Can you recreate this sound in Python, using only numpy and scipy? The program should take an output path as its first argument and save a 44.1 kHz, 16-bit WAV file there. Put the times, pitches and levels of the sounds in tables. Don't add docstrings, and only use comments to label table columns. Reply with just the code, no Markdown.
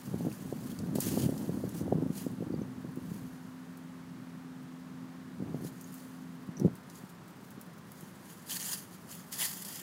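import sys
import numpy as np
from scipy import signal
from scipy.fft import rfft, irfft
from scipy.io import wavfile
from scipy.ndimage import uniform_filter1d

SR = 44100
rng = np.random.default_rng(int(sys.argv[2]) if len(sys.argv) > 2 else 0)


def unload_audio(sound):
    columns = np.transpose(np.atleast_2d(sound))
    steps = np.round(np.clip(columns, -1, 1) * 32767)
    wavfile.write(sys.argv[1], SR, steps.astype(np.int16))


N = 433062
T = np.arange(N) / SR
HUM_FADE_AT_S, HUM_FADE_TAKES_S = 6.7, 0.26


def amp(db):
    return 10 ** (np.asarray(db) / 20)


def unit_rms(x):
    return x / np.sqrt(np.mean(x ** 2) + 1e-20)


def level_at(spectrum, hz):
    points_hz, db = np.transpose(spectrum)
    return np.interp(np.log(hz + 1), np.log(points_hz + 1), db)


def add(mix, at_s, sound):
    part = mix[max(round(at_s * SR), 0):][:len(sound)]
    part += sound[:len(part)]


def colour(x, spectrum, size=8192):
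    db = level_at(spectrum, abs(np.fft.fftfreq(size, 1 / SR)))
    log_gain = np.log(amp(np.maximum(db - db.max(), -90)))
    response = np.exp(np.conj(signal.hilbert(log_gain)))
    taps = np.fft.ifft(response).real[:size // 2]
    return signal.oaconvolve(x, taps)[:len(x)]


def band(x, hz, kind, order=2):
    sections = signal.butter(order, np.clip(hz, 5, SR / 2 - 500), kind, fs=SR, output="sos")
    return signal.sosfilt(sections, x)


def low_part(x, hz):
    return irfft(rfft(x) / (1 + (np.fft.rfftfreq(N, 1 / SR) / hz) ** 4), N)


def wander(rate_hz):
    hz = np.fft.rfftfreq(N, 1 / SR)
    return unit_rms(irfft(rfft(rng.standard_normal(N)) * np.exp(-(hz / rate_hz) ** 2), N))


def grains(per_s, spread_db):
    size = amp(spread_db * np.minimum(rng.exponential(1, N), 4))
    return unit_rms(size * rng.choice([-1, 1], N) * (rng.random(N) < per_s / SR))


def ramp(at_s, takes_s):
    return np.clip((T - at_s) / takes_s + .5, 0, 1)


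def envelope(at_s, hold_s, rise_s, fall_s):
    return np.exp(-np.maximum(at_s - T, 0) / rise_s - np.maximum(T - at_s - hold_s, 0) / fall_s)


def stroke_power(at_s, hold_s, db, rise_s, fall_s, tail_db, tail_s):
    stroke = envelope(at_s, hold_s, rise_s, fall_s)
    tail = amp(tail_db) * envelope(at_s, hold_s, rise_s, tail_s)
    return (amp(db) * np.maximum(stroke, tail)) ** 2


# (frequency [Hz], relative level [dB])
AIR_SPECTRUM = [(25, -38), (60, -26), (100, -12), (145, -5), (190, 0), (230, -7.5), (300, -11),
                (480, -19.5), (700, -22.5), (1050, -20.5), (1800, -25.5), (2400, -32), (6500, -39),
                (15600, -45.5)]
def garden_air(gain_db=-49, drone_db=-2, waver_db=1.2, drop_db=-1.5):
    air = amp(gain_db) * unit_rms(colour(rng.standard_normal(N), AIR_SPECTRUM))
    drone = low_part(air, hz=400)
    faded = ramp(HUM_FADE_AT_S, HUM_FADE_TAKES_S)
    return air - drone + drone * amp(drone_db + waver_db * wander(10) + drop_db * faded)


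# (multiple of the turning rate, rms level [dB], change as it fades [dB])
MOTOR_ORDERS = [(2, -53.5, -7), (3, -50, -14.5)]
def far_machine(turning_hz=85.35, drift=0.0036, start_db=-12, swell_s=1.3, waver_db=1):
    angle = 2 * np.pi * np.cumsum(turning_hz * (1 + drift * wander(3.2))) / SR
    swell = amp(start_db * np.maximum(1 - T / swell_s, 0))
    faded = ramp(HUM_FADE_AT_S, HUM_FADE_TAKES_S)
    hum = sum(amp(db + drop_db * faded + waver_db * wander(4.4)) * np.sin(order * angle)
              for order, db, drop_db in MOTOR_ORDERS)
    return np.sqrt(2) * swell * hum


# (frequency [Hz], relative level [dB])
WIND_SPECTRUM = [(25, -50), (50, -27), (80, -10), (120, -2.5), (170, 1.5), (260, -2.5), (380, -14),
                 (600, -24), (900, -29.5), (1600, -46), (4000, -79)]
# (time [s], length [s], level [dB])
WIND_GUSTS = [(0.093, 0.18, -37.5), (0.42, 0.31, -40.5), (0.803, 0.44, -36.5), (1.144, 0.2, -35),
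              (1.376, 0.375, -38), (1.835, 0.19, -34.5), (2.118, 0.21, -42.5), (2.423, 0.21, -39),
              (2.667, 0.61, -45.5), (5.41, 0.22, -40.5), (6.607, 0.054, -37)]
def wind_buffets(gain_db=-1, lump_db=2.5, harshness=0.22):
    lumps = amp(lump_db * np.clip(wander(56), -2, 1.3))
    pushes = unit_rms(colour(grains(per_s=770, spread_db=1) * lumps, WIND_SPECTRUM))
    low = low_part(pushes, hz=270)
    force = np.sqrt(sum(stroke_power(*gust, rise_s=0.033, fall_s=0.06, tail_db=-14.5, tail_s=0.26)
                        for gust in WIND_GUSTS))
    brightness = (lumps * force / amp(-46)) ** harshness
    return amp(gain_db) * force * (low + (pushes - low) * brightness)


# (time [s], peak level [dB], nominal brightness [Hz])
BODY_BUMPS = [(0.144, -23, 384), (0.209, -26, 337), (0.251, -25.5, 370), (0.27, -20.5, 344),
              (0.286, -27, 300), (0.527, -22.5, 385), (0.845, -32, 169), (0.864, -34, 338),
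              (0.958, -22, 360), (0.986, -19.5, 440), (1.07, -21.5, 262), (1.176, -21, 420),
              (1.239, -19, 212), (1.263, -18.5, 190), (1.293, -21, 320), (1.327, -26, 320),
              (1.495, -20.5, 308), (1.575, -27.5, 290), (1.641, -22, 300), (1.815, -23.5, 228),
              (1.882, -28, 288), (1.926, -14.5, 390), (1.956, -21.5, 220), (1.986, -23.5, 260),
              (2.027, -22, 230), (2.065, -24.5, 260), (2.105, -21.5, 205), (2.267, -21.5, 292),
              (2.408, -25.5, 220), (2.427, -26, 290), (2.506, -25, 250), (2.543, -23.5, 240),
              (2.618, -26.5, 248), (2.849, -28, 290), (2.975, -29, 238), (3.118, -27.5, 267),
              (5.405, -27, 229), (5.425, -26, 289), (5.546, -23.5, 330), (5.625, -31, 200),
              (5.65, -27.5, 269), (6.492, -29, 149), (6.605, -27, 239), (6.621, -20.5, 220),
              (6.636, -24, 240), (6.65, -13, 238), (6.661, -13.5, 225), (6.681, -28, 520),
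              (7.04, -34.5, 160), (7.581, -36, 270), (8.033, -36, 170)]
def handling_bumps(sharpness=0.88, low_cut_hz=145, scuff_db=-6.5, scuff_s=0.009):
    out, impulse = np.zeros(N), signal.unit_impulse(4096, 1024)
    t = (np.arange(len(impulse)) - impulse.argmax()) / SR
    for at_s, db, hz in BODY_BUMPS:
        scuff = rng.standard_normal(len(t)) * np.exp(-(t / scuff_s) ** 2)
        force = impulse + amp(scuff_db) * scuff / np.linalg.norm(scuff)
        push = band(force, hz * sharpness, "lowpass")
        push = band(push, hz * sharpness * 2.31, "lowpass", order=4)
        push = band(push, low_cut_hz, "highpass", order=4)
        strength = abs(signal.hilbert(push))
        add(out, at_s - strength.argmax() / SR, amp(db) * push / strength.max())
    return out


def foliage_scatter(x, wet_db=-14, t60_s=0.1):
    t = np.arange(SR // 2) / SR
    tail = rng.standard_normal(len(t)) * amp(-60 * t / t60_s) * (t > .004)
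    return x + amp(wet_db) * signal.oaconvolve(x, tail / np.linalg.norm(tail))[:N]


# (frequency [Hz], level [dB])
GROUND_RIPPLE = [(950, 0), (1370, -6.5), (1800, 5), (2270, -6.5), (3100, 3), (3780, -5.5), (4350, 2),
                 (4900, 3), (5370, -2.5), (6000, 1), (6800, 4.5), (8100, -0.5), (10900, 4.5), (12050, -4),
                 (13300, 3.5), (14200, 1), (15050, -3)]
# (time [s], frequency factor, depth factor, tilt [dB/octave])
FOOT_PLACES = [(1.1, 0.966, 0.55, 0.5), (8.7, 0.996, 1.05, 0.6), (9.4, 1.043, 0.96, 0.4)]
def ground_reflections(x):
    hz, t, spectra = signal.stft(x, SR, nperseg=512)
    times, *columns = np.transpose(FOOT_PLACES)
    shift, depth, tilt = (np.interp(t, times, column) for column in columns)
    octaves = np.log2(np.maximum(hz[:, None], 500) / 8000)
    ripple_db = depth * level_at(GROUND_RIPPLE, hz[:, None] / shift) + tilt * octaves
    return signal.istft(spectra * amp(ripple_db), nperseg=512)[1][:N]


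# (frequency [Hz], relative level [dB])
LEAF_SPECTRUM = [(200, -20.5), (900, 0), (4000, 1), (9000, 1), (15000, 1.5)]
def dry_leaves(drive):
    return colour(drive, LEAF_SPECTRUM)


def soil_crumbs(gain_db=-81, rise_s=0.004, decay_s=0.008, restless_at_s=6.1, restless_db=12.5):
    restless = amp(restless_db * ramp(restless_at_s, takes_s=1))
    t = np.arange(2048) / SR
    landing = (1 - np.exp(-t / rise_s)) * np.exp(-t / decay_s)
    patter = signal.oaconvolve(abs(grains(per_s=41, spread_db=-1)), landing)[:N]
    fizz = band(dry_leaves(rng.standard_normal(N)), 4000, "highpass")
    return amp(gain_db) * unit_rms(patter * fizz) * restless


# (time [s], peak level [dB], pitch [Hz])
TWIG_STRIKES = [(0.317, -45, 2550), (0.717, -48, 3280), (0.789, -47, 4520), (2.526, -55, 4620),
                (2.548, -53, 4650), (2.62, -51, 6200), (5.674, -52, 4050), (5.843, -42, 6560),
                (6.569, -43, 5980), (6.577, -43, 6000), (6.5975, -39.5, 5880), (6.9555, -46.5, 6850),
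                (8.518, -32, 3100), (8.569, -31, 4400), (8.627, -30.5, 6550), (8.731, -31, 4980)]
def twig_clinks(rise_s=0.00035, ring_s=0.0019, mode_spread=0.062, second_db=-5):
    out, t = np.zeros(N), np.arange(2048) / SR
    for at_s, db, hz in TWIG_STRIKES:
        second_hz = hz * (1 + mode_spread * rng.standard_normal())
        second = amp(second_db) * np.sin(2 * np.pi * (second_hz * t + rng.random()))
        modes = np.sin(2 * np.pi * hz * t) + second
        ring = modes * (1 - np.exp(-t / rise_s)) * np.exp(-t / ring_s)
        add(out, at_s, amp(db) * ring / abs(ring).max())
    return out


# (time [s], peak level [dB], nominal brightness [Hz])
PECKS = [(0.0615, -46, 13000), (0.326, -39.5, 6000), (0.7885, -37, 5600), (0.9535, -29, 10220),
         (1.004, -20.5, 9700), (1.378, -37, 7020), (1.6912, -40, 7800), (2.958, -42, 13100),
         (3.7724, -44.5, 10400), (4.6297, -51, 12000), (5.811, -40, 10400), (5.941, -36, 13700),
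         (6.5975, -38, 8500), (6.7536, -43, 7970), (6.8988, -43, 6000), (7.279, -46.5, 10200),
         (7.505, -43, 12000), (7.6127, -38, 10800), (7.918, -37.5, 10500), (8.0083, -40, 12500),
         (8.4965, -31, 4500), (9.326, -30.5, 4930), (9.649, -31, 6660)]
def pecking(rise_s=0.0011, decay_s=0.0012, settle_db=-20, settle_s=0.016):
    out, t = np.zeros(N), np.arange(4096) / SR
    attack = 1 - np.exp(-t / rise_s)
    decay = np.exp(-t / decay_s) + amp(settle_db) * np.exp(-t / settle_s)
    for at_s, db, hz in PECKS:
        crack = band(rng.standard_normal(len(t)) * attack * decay, [hz * 0.63, hz * 1.95], "bandpass")
        add(out, at_s, amp(db) * crack / abs(crack).max())
    return out


def leaf_crackles(per_s, spread_db, ring_s):
    when, pitch, size, phase = rng.random((round(per_s * N / SR), 4)).T
    age = np.arange(128)
    hz = 2500 + 13000 * pitch
    gain = amp(spread_db * np.minimum(-np.log(1 - size), 4))
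    tones = np.sin(2 * np.pi * (hz[:, None] * age / SR + phase[:, None]))
    rings = gain[:, None] * np.exp(-age / SR / ring_s) * tones
    positions = (when * N).astype(int)[:, None] + age
    return unit_rms(np.bincount(positions.ravel(), rings.ravel(), N)[:N])


def leaf_patches(x, patch_db):
    spectra = signal.stft(x, nperseg=256, noverlap=192)[2]
    patches = rng.standard_normal(spectra.shape[::-1]).T
    patches = uniform_filter1d(patches, size=4, axis=0)
    patches = unit_rms(uniform_filter1d(patches, size=36, axis=1))
    return signal.istft(spectra * amp(patch_db * patches), nperseg=256, noverlap=192)[1][:N]


# (time [s], level [dB], rise [s], fall [s])
LEAF_BRUSHES = [(0.32, -54.5, 0.067, 0.11), (0.71, -54, 0.12, 0.051), (1.38, -54, 0.31, 0.25),
                (1.79, -48.5, 0.057, 0.028), (2.175, -43, 0.028, 0.054), (3.14, -58.5, 0.14, 0.22),
                (5.675, -49, 0.042, 0.014), (5.98, -57, 0.31, 0.17), (6.97, -57.5, 0.057, 0.067),
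                (7.98, -60, 0.083, 0.17), (8.3, -54.5, 0.061, 0.11), (8.94, -54.5, 0.039, 0.033),
                (9.124, -47, 0.042, 0.088)]
# (time [s], length [s], level [dB], time to bite [s])
CLAW_SCRATCHES = [(0.955, 0.005, -41, 0.0018), (1.018, 0.1, -39, 0.0092), (1.16, 0.1, -43.5, 0.037),
                  (8.512, 0.06, -37, 0.02), (8.6, 0.11, -40.5, 0.015), (8.722, 0.02, -35, 0.011),
                  (9.328, .018, -39.5, 0.0071), (9.385, 0.029, -40.5, 0.011), (9.416, 0.033, -30.5, 0.025),
                  (9.49, 0.14, -46, .01), (9.65, 0.15, -45, 0.0034)]
def footwork(stir_db=-57, stir_fade_s=1.9):
    claws = sum(stroke_power(*scratch, fall_s=0.014, tail_db=-5, tail_s=0.051)
                for scratch in CLAW_SCRATCHES)
    brushes = sum((amp(db) * envelope(at_s, 0, rise_s, fall_s)) ** 2
                  for at_s, db, rise_s, fall_s in LEAF_BRUSHES)
    stir = amp(stir_db) * np.exp(-T / stir_fade_s)
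    return np.sqrt(claws + brushes + stir ** 2)


def raking(clump_db=1.7, crackle_gain=0.45):
    fizz = grains(per_s=14000, spread_db=-1)
    crackle = crackle_gain * leaf_crackles(per_s=2200, spread_db=4.5, ring_s=0.00055)
    fractures = (fizz + crackle) * amp(clump_db * wander(61))
    rustle = leaf_patches(dry_leaves(fractures), patch_db=1)
    return unit_rms(ground_reflections(rustle)) * footwork()


def scene():
    hens = foliage_scatter(raking() + pecking() + twig_clinks() + soil_crumbs())
    return (hens + garden_air() + far_machine() + wind_buffets() + handling_bumps())[None]


def record(dry, edge_hz=15800):
    taps = signal.firwin(1023, edge_hz, window=("kaiser", 9), fs=SR)
    return signal.oaconvolve(dry, taps[None], "same")


dry = scene()
out = record(dry)
unload_audio(out)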